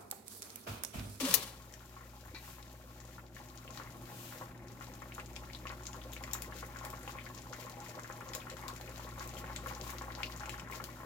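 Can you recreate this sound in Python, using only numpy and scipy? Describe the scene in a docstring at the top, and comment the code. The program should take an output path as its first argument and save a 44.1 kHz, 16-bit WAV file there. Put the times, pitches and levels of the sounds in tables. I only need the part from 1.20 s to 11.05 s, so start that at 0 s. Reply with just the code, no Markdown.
"""First come ragged scrapes, hollow bumps and one sharp metallic click as a hand lets go of a utensil
close by; a gritty clink follows. Thick sauce simmers around seafood in a wide pan and slowly grows
livelier: each bursting bubble is a damped oscillator of rising pitch that excites the pan's resonances.
Droplets spit and sizzle on the hot wall as trains of impulses, and steam puffs as smooth noise.
Under it all two motors beat slowly and a fan rushes; the small kitchen adds short echoes."""
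import sys
import numpy as np
from scipy import signal
from scipy.fft import rfft, irfft
from scipy.io import wavfile

SR = 44100
rng = np.random.default_rng(int(sys.argv[2]) if len(sys.argv) > 2 else 0)


def materialize(psi):
    """Save the field psi as 16-bit PCM at rate SR to the path in sys.argv[1].

    A 1-D psi becomes a single channel; in a 2-D psi each row is a channel.
    """
    bounded = np.clip(np.atleast_2d(psi).T, -1, 1)
    quanta = np.round(bounded * 32767).astype(np.int16)
    wavfile.write(sys.argv[1], SR, quanta)


N = 434385

# Motor tones. Each entry: frequency in Hz in the first list, level in dB in the second.
MOTOR_HZ = [58.87, 59.14, 112.8, 120.03, 125.9, 225.5, 251.86]
MOTOR_DB = [-57, -55, -65.5, -54, -76, -78, -61.5]
# Loudness of the background hum: ducked for two seconds after the loud click, then recovering and
# wavering slightly. Each row: time in seconds, gain in dB.
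HUM_LOUDNESS = [(0, -4.5), (.6, -7.5), (1.2, -7), (2.3, -5), (2.75, -.5), (3.4, -2), (5, -1.5), (7, -1.8),
                (8.5, 0), (9.85, -2.2)]
# Spectra of the noisy sources. Each row: frequency in Hz, gain in dB.
FAN_COLOUR = [(20, -39), (45, 5), (75, -0.5), (100, 0), (150, 2), (190, 3.5), (225, -0.5), (280, -1.5),
              (360, 4), (440, -12), (540, -5), (1000, -13), (2500, -40), (15000, -47)]
STEAM_COLOUR = [(880, -40), (1500, 2), (2120, -6), (2340, 3), (4640, -2), (7170, -0.5), (9370, -5),
                (14500, 1.5), (16000, -5.5)]
SIZZLE_COLOUR = [(600, -40), (1500, 2), (2500, 4.5), (4500, 3), (6000, 3.5), (7300, 5), (8400, -7),
                 (10500, -4), (13000, -1), (14800, -2.5), (16000, -3)]
RUSTLE_COLOUR = [(59, -43), (100, -6), (181, -7), (471, -5.5), (547, -3), (691, -15), (1080, -5.5),
                 (1520, -11.5), (3620, -8), (6000, -10.5), (16000, -18)]
CLICK_COLOUR = [(500, -20), (1500, -12), (3000, -7.5), (6300, 0.5), (8300, -7), (11000, 4), (14000, -1),
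                (16000, -4)]
# Acoustic shadow on the right side. Each row: frequency in Hz, gain in dB.
RIGHT_SHADOW = [(200, -11.5), (800, -1), (1200, -7.5), (2500, -12), (4500, -13), (7000, -26), (8700, -10),
                (12000, -9.5), (15000, -14)]
# Puffs of steam. Each row: centre in seconds, level in dB, half-length in seconds.
STEAM_PUFFS = [(1.29, -54.5, 0.097), (3.055, -52, 0.18), (8.688, -53.5, 0.084)]
# Touches of an object set down. Each row: centre in seconds, level in dB, half-length in seconds.
CLINK_TOUCHES = [(1.149, 6, 0.0025), (1.156, -1.5, 0.0039), (1.164, 4, 0.0035), (1.185, -9, 0.021)]
# That object's modes. Each row: frequency in Hz, level in dB, 60 dB decay time in seconds.
CLINK_MODES = [(2060, -60, 0.011), (2400, -56, 0.022), (2680, -59, 0.008), (3740, -61, 0.0074),
               (4000, -52, 0.0085), (4200, -59, 0.008)]
# Scrapes of the utensil. Each row: centre in seconds, level in dB, half-length in seconds.
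SCRAPES = [(.004, -23.5, 0.0086), (0.053, -22.5, 0.0068), (.087, -22, 0.0092), (0.11, -18, 0.0048),
           (.131, -24, 0.0092), (.228, -29, 0.01), (0.27, -38, 0.021)]
# Hollow bumps. Each row: start in seconds, peak in dB, pitch in Hz, length in seconds.
BUMPS = [(.010, -37, 288, 0.027), (0.028, -29, 264, 0.05105), (0.072, -40, 565, 0.032),
         (.088, -41, 185.3, 0.045), (.12, -46, 156.6, 0.036), (1.063, -51.5, 91, 0.11),
         (1.139, -45.5, 322.2, 0.014)]
# Modes of the utensil's thin metal. Each row: frequency in Hz, relative level in dB.
UTENSIL_MODES = [(2390, -26), (2928, -24), (4475, -21.5), (4955, -28), (5767, -26), (6119, -28),
                 (6599, -24), (6905, -24), (9611, -32), (11536, -27), (13352, -24), (14373, -22),
                 (15532, -24)]
# Vigour of the boil. Each row: time in seconds, level in dB against a full simmer.
VIGOUR = [(0.4, -5), (1.5, -5.5), (2.25, -5), (2.6, -1), (3.45, -2), (4.1, -2), (5.2, 1.5), (6.2, 1),
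          (7.5, 1.5), (8.6, 4.5), (9.85, 1.5)]
# Flares of frying as sauce washes up the hot wall. Each row: time of the peak in seconds, level in dB.
FLARES = [(1.93, -56.5), (2.18, -56), (2.57, -55), (3.65, -55.5), (3.99, -61), (4.36, -71), (5.15, -63),
          (5.39, -49.5), (5.9, -51.5), (6.41, -51), (6.68, -56), (7.78, -56), (8.029, -51), (8.2, -54),
          (8.5, -52), (8.68, -51), (9.32, -51), (9.56, -51)]
# Brief dips in frying and hiss. Each row: centre in seconds, gain in dB, half-length in seconds.
LULLS = [(2.09, -8, 0.055), (3.393, -7, 0.1225), (9.462, -6, 0.037)]
# Loudest droplets. Each row: time in seconds, level in dB, extra gain of the top octave in dB.
SPITS = [(0.539, -29.5, -6), (2.574, -26.5, -13), (3.9487, -37, 11), (4.163, -22.5, -19),
         (4.6685, -29, -15), (4.7314, -27.5, -22), (4.9333, -27.5, 4.5), (5.0379, -26, -6),
         (5.1125, -27.5, -8), (5.1340, -16.5, 8), (5.1382, -36, 4), (5.143, -34, 4), (5.2183, -40, -5),
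         (5.221, -22.5, 5), (5.464, -42, 15), (5.65, -22.5, 2), (5.702, -33, 9), (6.497, -32, 3),
         (6.6953, -28, -15), (6.925, -30.5, -14), (7.1351, -21, -9), (7.1498, -17, 3), (7.3, -24, -10),
         (7.3685, -29.5, -17), (7.4814, -20.5, -2.5), (7.562, -34.5, 5), (7.612, -30.5, 2),
         (8.0754, -37, 13), (8.362, -17.5, -14), (8.7035, -28, 5), (9.0315, -34, 5), (9.2943, -21, -4),
         (9.397, -24, -22), (9.5138, -36, 11), (9.6405, -22.5, 2)]
# Closest pinhead bubbles. Each row: start in seconds, level in dB, pitch in Hz.
SNAPS = [(2.823, -30, 10000), (3.484, -36, 5050), (3.821, -37, 6500), (3.998, -30, 8000),
         (4.132, -36, 7000), (4.158, -32, 5500), (4.47, -31, 5500), (4.668, -19, 6500), (4.965, -33, 7000),
         (5.57, -32, 6500), (5.832, -25, 9000), (6.685, -31, 7000), (6.974, -29, 10000), (7.78, -30, 7000),
         (8.145, -32, 7000), (8.472, -21, 11000), (9.033, -21, 4330), (9.163, -28, 7000),
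         (9.258, -29, 7000), (9.552, -29, 5500)]
# Resonances of the pan and its tiled nook. Each row: frequency in Hz, bandwidth in Hz, gain in dB.
PAN_MODES = [(525.6, 32, 7), (611.4, 25, 7), (830, 36, 9.5), (1080, 74, 9), (1358, 78, 1), (1876, 520, -1)]
# Largest bubbles. Each row: start in seconds, level in dB, pitch in Hz.
PLOPS = [(0.606, -47, 1330), (0.766, -41.5, 1128), (0.808, -45, 1380), (1.061, -44, 1120),
         (1.278, -42, 1080), (1.384, -43, 1010), (1.982, -38.5, 1280), (2.166, -39, 1700),
         (2.201, -41.5, 804.7), (2.478, -38.5, 2800), (2.502, -42, 1100), (2.575, -39, 1284),
         (2.599, -34, 1210), (2.644, -43, 1043), (3.124, -37.5, 1390), (3.212, -32, 880), (3.61, -35, 1280),
         (3.82, -37.5, 1100), (3.857, -42, 684), (3.921, -37, 2450), (3.981, -32, 1220), (3.998, -36, 2650),
         (4.235, -44.5, 1480), (4.3, -40.5, 2150), (4.349, -33, 3880), (4.454, -35, 1190),
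         (4.47, -31, 2580), (4.501, -34, 1270), (4.523, -37, 1090), (4.608, -43, 993), (4.744, -37, 1070),
         (4.965, -34.5, 2400), (5.009, -38, 674), (5.038, -36, 2000), (5.078, -36, 1200),
         (5.151, -31.5, 1230), (5.298, -41.5, 1038), (5.323, -36, 1600), (5.428, -33.5, 1300),
         (5.56, -35, 1420), (5.612, -36, 1020), (5.64, -37, 890), (5.657, -37.5, 1013), (5.732, -35, 1090),
         (5.876, -34, 910), (5.878, -35, 2740), (5.952, -36, 1120), (5.986, -33, 2270), (6.065, -37, 1700),
         (6.1, -42, 1030), (6.33, -32.5, 1380), (6.425, -43.5, 2200), (6.467, -38.5, 1046),
         (6.569, -38, 630), (6.645, -43, 1106), (6.745, -41, 947), (6.79, -33.5, 1130),
         (6.845, -36.5, 1600), (6.892, -41, 910), (6.8995, -31.5, 1140), (7.0092, -34, 1300),
         (7.076, -39.5, 934), (7.118, -39, 910), (7.161, -38, 895), (7.2692, -33.5, 1330),
         (7.368, -39.5, 1390), (7.391, -39.5, 799), (7.426, -41, 1960), (7.437, -39, 890),
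         (7.464, -37.5, 1064), (7.486, -34.5, 1020), (7.548, -45, 1024), (7.795, -36, 1060),
         (7.867, -38, 830), (7.979, -36, 1100), (8.007, -32.5, 1250), (8.077, -45, 960), (8.242, -34, 1460),
         (8.299, -33.5, 830), (8.461, -29, 1330), (8.511, -33.5, 980), (8.569, -41, 950),
         (8.667, -35.5, 1048), (8.704, -44, 1050), (8.734, -36.5, 1030), (8.812, -31.5, 1000),
         (8.882, -34, 873.8), (8.903, -40, 1970), (8.975, -35, 720), (9.004, -33, 1250),
         (9.032, -22.5, 2670), (9.098, -43, 1083), (9.131, -48, 1031), (9.207, -34, 1360),
         (9.234, -31, 1400), (9.258, -38, 2540), (9.275, -35, 806), (9.342, -35.5, 1640),
         (9.383, -37.5, 1390), (9.474, -40, 1470), (9.499, -34.5, 1200), (9.524, -32.5, 2170),
         (9.538, -37, 940), (9.6, -34, 1150), (9.689, -41, 1050), (9.833, -34.5, 1080)]

PLACES = 6  # spots in the pan where things burst
KITCHEN_T60_S, NOOK_T60_S = 0.16, 0.057


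def from_db(db):
    """Amplitude grows tenfold for every 20 dB."""
    return 10 ** (np.asarray(db) / 20)


def rms_one(x):
    """Normalisation to an rms of 1."""
    return x / np.sqrt(np.mean(x ** 2) + 1e-20)


def level(rows):
    """A gain envelope, interpolated in dB between rows of time and level."""
    return from_db(np.interp(np.arange(N) / SR, *np.transpose(rows)))


def add(track, s, sound):
    """Superposition: a sound joins the track at s seconds."""
    at = int(np.clip(s * SR, 0, N - 1))
    track[at:at + len(sound)] += sound[:N - at]


def hump(s, rise_s, fall_s):
    """A Gaussian envelope of height 1 at s seconds, with its own width on each side."""
    t = np.arange(0, N, 50) / SR - s
    widths = np.clip(t / np.where(t < 0, rise_s, fall_s), -5, 5)
    return np.interp(np.arange(N) / SR - s, t, np.exp(-widths ** 2))


def humps(rows):
    """A sum of Gaussian envelopes from rows of centre, level and half-length."""
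    return sum(from_db(db) * hump(s, half_s, half_s) for s, db, half_s in rows)


def dying(t60):
    """Exponential decay through 60 dB: time axis and envelope."""
    t = np.arange(int(t60 * SR) + 2) / SR
    return t, from_db(-60 * t / t60)


def drift(hz):
    """Low-passed noise wanders smoothly, with an rms of 1."""
    r = np.exp(-200 * np.pi * hz / SR)
    slow = signal.lfilter([1], [1, -2 * r, r * r], rng.standard_normal(N // 100 + 1002))[1000:]
    return np.interp(np.arange(N) / 100, np.arange(len(slow)), rms_one(slow))


def cut(x, kind, hz, order=1):
    """A Butterworth filter passes the "low" or "high" side of a frequency."""
    return signal.sosfilt(signal.butter(order, hz, kind, fs=SR, output="sos"), x)


def colour(x, spectrum, size=4096):
    """A minimum-phase filter imposes a spectrum causally, by folding its cepstrum."""
    hz, db = np.transpose(spectrum)
    grid = np.maximum(np.fft.rfftfreq(size, 1 / SR), 1)
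    cepstrum = irfft(np.log(from_db(np.interp(np.log(grid), np.log(hz), db))))
    cepstrum[1:size // 2] *= 2
    cepstrum[size // 2 + 1:] = 0
    response = irfft(np.exp(rfft(cepstrum)))
    return signal.oaconvolve(np.atleast_2d(x), response[None], axes=1)[:, :N]


def stereo_noise(correlation):
    """Mid and side noise combine into two partly coherent channels."""
    mid, side = rng.standard_normal((2, N))
    return np.sqrt(1 + correlation) * mid + np.sqrt(1 - correlation) * side * [[1], [-1]]


def crackle(per_s, size_db, clump_db):
    """Shot noise: impulses of very unequal size, louder in clumps, with an rms of 1."""
    born = rng.random(N) < per_s / SR
    sizes = from_db(size_db * np.minimum(rng.exponential(1, N), 5) + clump_db * drift(hz=43))
    return rms_one(born * sizes * rng.choice([-1, 1], N))


def scattered(x):
    """A distributed source: each sample goes to a random place."""
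    return x * (rng.integers(0, PLACES, N) == np.arange(PLACES)[:, None])


def lesser_bursts(db, spread_db, count):
    """Random pairs of time and level: the rate rises with time, the level follows the boil."""
    when, size = rng.random((count, 2)).T
    s = when ** 0.7 * N / SR
    return zip(s, db + np.interp(s, *np.transpose(VIGOUR)) + spread_db * (2 * size - 1))


def kitchen(x, nook_db, room_db, lag_samples=2):
    """Reflections from nook and room follow the direct sound, which is late and shaded on the right."""
    t = np.arange(SR // 4) / SR
    echoes = np.zeros((2, len(t)))
    for t60, db in ((NOOK_T60_S, nook_db), (KITCHEN_T60_S, room_db)):
        shared, own = rng.standard_normal((2, len(t))) * np.exp(-np.log(1000) * t / t60) * (t > .001)
        lows = cut(shared - own, "low", 650)  # long waves reach both sides alike
        echoes += from_db(db) * np.array([shared, own + lows]) / np.sqrt(np.sum(shared ** 2))
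    direct = np.zeros((2, len(t)))
    direct[0, 0] = direct[1, lag_samples] = 1
    echo_shadow = [(hz, 0.31 * db) for hz, db in RIGHT_SHADOW]
    left = direct[0] + echoes[0]
    right = colour(direct[1], RIGHT_SHADOW)[0] + colour(echoes[1], echo_shadow)[0]
    return signal.oaconvolve(np.atleast_2d(x), np.array([left, right[:len(t)]]), axes=1)[:, :N]


def around_pan(tracks, nook_db, room_db):
    """Path differences: lag and echoes vary from place to place."""
    return sum(kitchen(x, nook_db, room_db, lag_samples=k % 5) for k, x in enumerate(tracks))


def hum(in_phase_s=4.9):
    """Beating: two motors turn at nearly the same speed, over the low rush of a fan."""
    t = np.arange(N) / SR - in_phase_s
    tones = sum(np.sqrt(2) * from_db(db) * np.cos(2 * np.pi * hz * t)
                for hz, db in zip(MOTOR_HZ, MOTOR_DB))
    rush = from_db(-53.5) * rms_one(colour(stereo_noise(correlation=0.89), FAN_COLOUR))
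    return (tones * from_db([[.7], [-.7]]) + rush) * level(HUM_LOUDNESS)


def steam(lulls):
    """Broadband noise: a faint hiss and its puffs add in power."""
    hiss = from_db(-64) * level(VIGOUR) ** 0.23 * lulls
    noise = rms_one(colour(stereo_noise(correlation=0.064), STEAM_COLOUR))
    return np.hypot(hiss, humps(STEAM_PUFFS)) * noise * from_db([[3], [-2]])


def clink(slips_per_s=2500):
    """Stick-slip friction: an object skids to rest, and each tiny slip excites the same modes."""
    slips = (rng.random(N) < slips_per_s / SR) * rng.choice([-1, 1], N) * humps(CLINK_TOUCHES)
    body = np.zeros(N)
    for hz, db, t60 in CLINK_MODES:
        t, fade = dying(t60)
        add(body, 0, from_db(db) * fade * np.sin(2 * np.pi * hz * t))
    return kitchen(signal.fftconvolve(slips, body)[:N], nook_db=-1.5, room_db=-5)


def bumps():
    """Low tone bursts only a few cycles long are heard as soft, hollow bumps."""
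    out = np.zeros(N)
    for s, db, hz, length in BUMPS:
        t = np.arange(int(length * SR)) / SR
        envelope = np.sin(np.pi * (t / length) ** 0.56)
        add(out, s, from_db(db) * envelope * np.sin(2 * np.pi * hz * t))
    return out


def utensil_click(start_s=.1401, click_db=-13, ring_db=-10):
    """Impact and free vibration: a hard click leaves thin metal ringing in its modes."""
    click, ring = np.zeros((2, N))
    t, fade = dying(t60=0.038)
    envelope = fade + np.exp(-t / 0.0004)
    add(click, start_s, from_db(click_db) * envelope * rng.choice([-1, 1], len(t)))
    t, fade = dying(t60=.1)
    for hz, db in UTENSIL_MODES:
        add(ring, start_s, from_db(ring_db + db) * fade * np.sin(2 * np.pi * (hz * t + rng.random())))
    click = kitchen(colour(click, CLICK_COLOUR), nook_db=-2.5, room_db=-14)
    return ring * from_db([[2.5], [-5]]) + click * from_db([[5], [-2]])


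def hand(hold_s=0.16, fade_db_per_s=105):
    """Friction noise: a hand scrapes a utensil about, and its rustle fades as it pulls away."""
    away_s = np.maximum(np.arange(N) / SR - hold_s, 0)
    rustle = scattered(crackle(per_s=9000, size_db=3.0, clump_db=1.3))
    rustle *= from_db(-28 - fade_db_per_s * away_s)
    scrapes = cut(scattered(rng.standard_normal(N)) * humps(SCRAPES), "high", 1400)
    friction = around_pan((rustle + scrapes)[:, :SR], nook_db=0.5, room_db=-14)
    friction = np.pad(friction, ((0, 0), (0, N - friction.shape[1])))
    return colour(friction, RUSTLE_COLOUR) * from_db([[.5], [2.5]])


def sizzle():
    """Shot noise of frying: a fine bed adds in power to flares where sauce meets the wall."""
    bed = from_db(-62.5) * level(VIGOUR) ** 0.55
    flares = sum(from_db(db) * hump(s, rise_s=0.05, fall_s=0.03) for s, db in FLARES)
    return np.hypot(bed, flares) * scattered(crackle(per_s=1500, size_db=2.5, clump_db=2.5))


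def spits(spray_db, spray_t60, crack_db, crack_t60, fizz_s, fizz_db, split_hz=8500):
    """Noise transients: a droplet on the hot wall fizzes, cracks and sprays; small ones are brighter."""
    out = np.zeros((PLACES, N))
    t, fade = dying(spray_t60)
    fizz = from_db(fizz_db) * np.linspace(0, 1, int(fizz_s * SR)) ** 2
    crack = from_db(crack_db) * np.exp(-np.log(1000) * t / crack_t60)
    lesser = [(s, db, rng.uniform(-5, 7.6)) for s, db in lesser_bursts(db=-41, spread_db=3.0, count=26)]
    for k, (s, db, bright_db) in enumerate(SPITS + lesser):
        spray = from_db(spray_db) * fade * (rng.random(len(t)) < .1)
        envelope = np.concatenate([fizz, spray + crack])
        burst = envelope * rng.choice([-1, 1], len(envelope))
        lows = cut(burst, "low", split_hz, order=4)
        highs = cut(burst, "high", split_hz, order=4)
        add(out[k % PLACES], s - fizz_s, from_db(db) * (lows + from_db(bright_db) * highs))
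    return out


def bubble(hz, cycles, rise, opening_cycles=.35):
    """A damped oscillator: it swells as the bubble opens, then dies away while its pitch climbs."""
    t, fade = dying(cycles / hz)
    opening = 1 - np.exp(-t * hz / opening_cycles)
    return fade * opening * np.sin(2 * np.pi * hz * t * (1 + rise * t / t[-1]))


def swarm(centre_hz, octaves, cycles, size_db, count, rise, limit):
    """Bubbles at random times, log-normal in pitch and amplitude up to `limit` standard deviations."""
    out = np.zeros((PLACES, N))
    starts = rng.random(count) * N / SR
    deviations = np.clip(rng.standard_normal((count, 2)), -limit, limit)
    for k, (s, (pitch, size)) in enumerate(zip(starts, deviations)):
        hz = min(centre_hz * 2 ** (octaves * pitch), SR / 3)
        add(out[k % PLACES], s, from_db(size_db * size) * bubble(hz, cycles, rise))
    return out


def ticks():
    """Small cavities resonate high: pinhead bubbles tick one by one, louder as the boil livens."""
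    bubbles = swarm(centre_hz=8360, octaves=0.64, cycles=4.6, size_db=6.0, count=520,
                    rise=0.15, limit=1.7)
    return rms_one(bubbles) / np.sqrt(PLACES) * level(VIGOUR) ** 0.63


def snaps():
    """Rapid damping makes each of the closest pinhead bubbles a single tick."""
    out = np.zeros((PLACES, N))
    for k, (s, db, hz) in enumerate(SNAPS):
        add(out[k % PLACES], s, from_db(db) * bubble(hz, cycles=7.0, rise=0.13))
    return out


def pan(x, coupling_db):
    """Sympathetic resonance: the pan's modes ring with whatever bursts in it."""
    x = x + 1e-18
    out = x.copy()
    for hz, width, db in PAN_MODES:
        r = np.exp(-np.pi * width / SR)
        feedforward = np.array([1, 0, -1]) * (1 - r * r) / 2
        feedback = [1, -2 * r * np.cos(2 * np.pi * hz / SR), r * r]
        out += from_db(db + coupling_db) * signal.lfilter(feedforward, feedback, x)
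    return out


def simmer(centre_hz, octaves, cycles, size_db, count):
    """Random excitation: many small bubbles drive the pan, at a level that follows the boil."""
    bubbles = swarm(centre_hz, octaves, cycles, size_db, count, rise=0.074, limit=2)
    return rms_one(pan(bubbles, coupling_db=3.5)) / np.sqrt(PLACES) * level(VIGOUR)


def plops(cycles, gap_s, octaves, after_db, gulp_db, gulp_hz, lesser_hz, followers=4):
    """Cavity resonance: a large bubble chirps upward over a low gulp and sets off a few weaker ones."""
    out = np.zeros((PLACES, N))
    lesser = [(s, db, lesser_hz * 2 ** rng.uniform(-0.9093, 1.0))
              for s, db in lesser_bursts(db=-42, spread_db=1.5, count=16)]
    for k, (s, db, hz) in enumerate(PLOPS + lesser):
        place = out[k % PLACES]
        chirp = bubble(hz, cycles * hz / 1000, rise=0.059)  # the same decay time at every pitch
        gulp = bubble(gulp_hz * 2 ** rng.uniform(-0.3, 0.47), cycles, rise=0.1013)
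        add(place, s, from_db(db) * chirp)
        add(place, s, from_db(db + gulp_db) * gulp)
        waits = np.cumsum(rng.exponential(gap_s, followers))
        for wait, pitch in zip(waits, rng.uniform(-0.24, 1, followers)):
            follower = bubble(hz * 2 ** (octaves * pitch), cycles, rise=0.7)
            add(place, s + wait, from_db(db + after_db) * follower)
    return pan(cut(out, "high", 500), coupling_db=1.5)


def scene():
    """Superposition of boiling, frying, steam and handling noises over the kitchen's hum."""
    small = from_db(-58.0) * simmer(centre_hz=1600, octaves=0.57, cycles=11.0, size_db=2.0, count=2000)
    low = from_db(-61.5) * simmer(centre_hz=528, octaves=0.7, cycles=4.6, size_db=4.0, count=700)
    large = from_db(5.0) * plops(cycles=5.03, gap_s=.006, octaves=0.77, after_db=-7.5,
                                 gulp_db=-19.5, gulp_hz=560, lesser_hz=1780)
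    boiling = around_pan(small + low, nook_db=-2.5, room_db=-3.5)
    boiling += around_pan(large, nook_db=-2.5, room_db=-4.5)
    lulls = from_db(sum(db * hump(s, half_s, half_s) for s, db, half_s in LULLS))
    droplets = spits(spray_db=-23, spray_t60=0.2, crack_db=-6.5, crack_t60=.0056, fizz_s=.008, fizz_db=-29)
    pinheads = from_db(-64) * lulls * ticks() + from_db(2.5) * snaps()
    frying = around_pan(lulls * sizzle(), nook_db=-2.5, room_db=-4.5)
    frying += around_pan(droplets + pinheads, nook_db=-5.0, room_db=-4.0)
    cooking = boiling + colour(frying, SIZZLE_COLOUR) + steam(lulls)
    return cooking + bumps() + utensil_click() + hand() + clink() + hum()


def record(dry, ceiling=.85, cutoff_hz=16000):
    """Soft saturation rounds the peaks, and a steep low-pass filter cuts the top."""
    low_pass = signal.ellip(10, .2, 70, cutoff_hz, fs=SR, output="sos")
    return signal.sosfilt(low_pass, ceiling * np.tanh(dry / ceiling))


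dry = scene()
out = record(dry)
materialize(out)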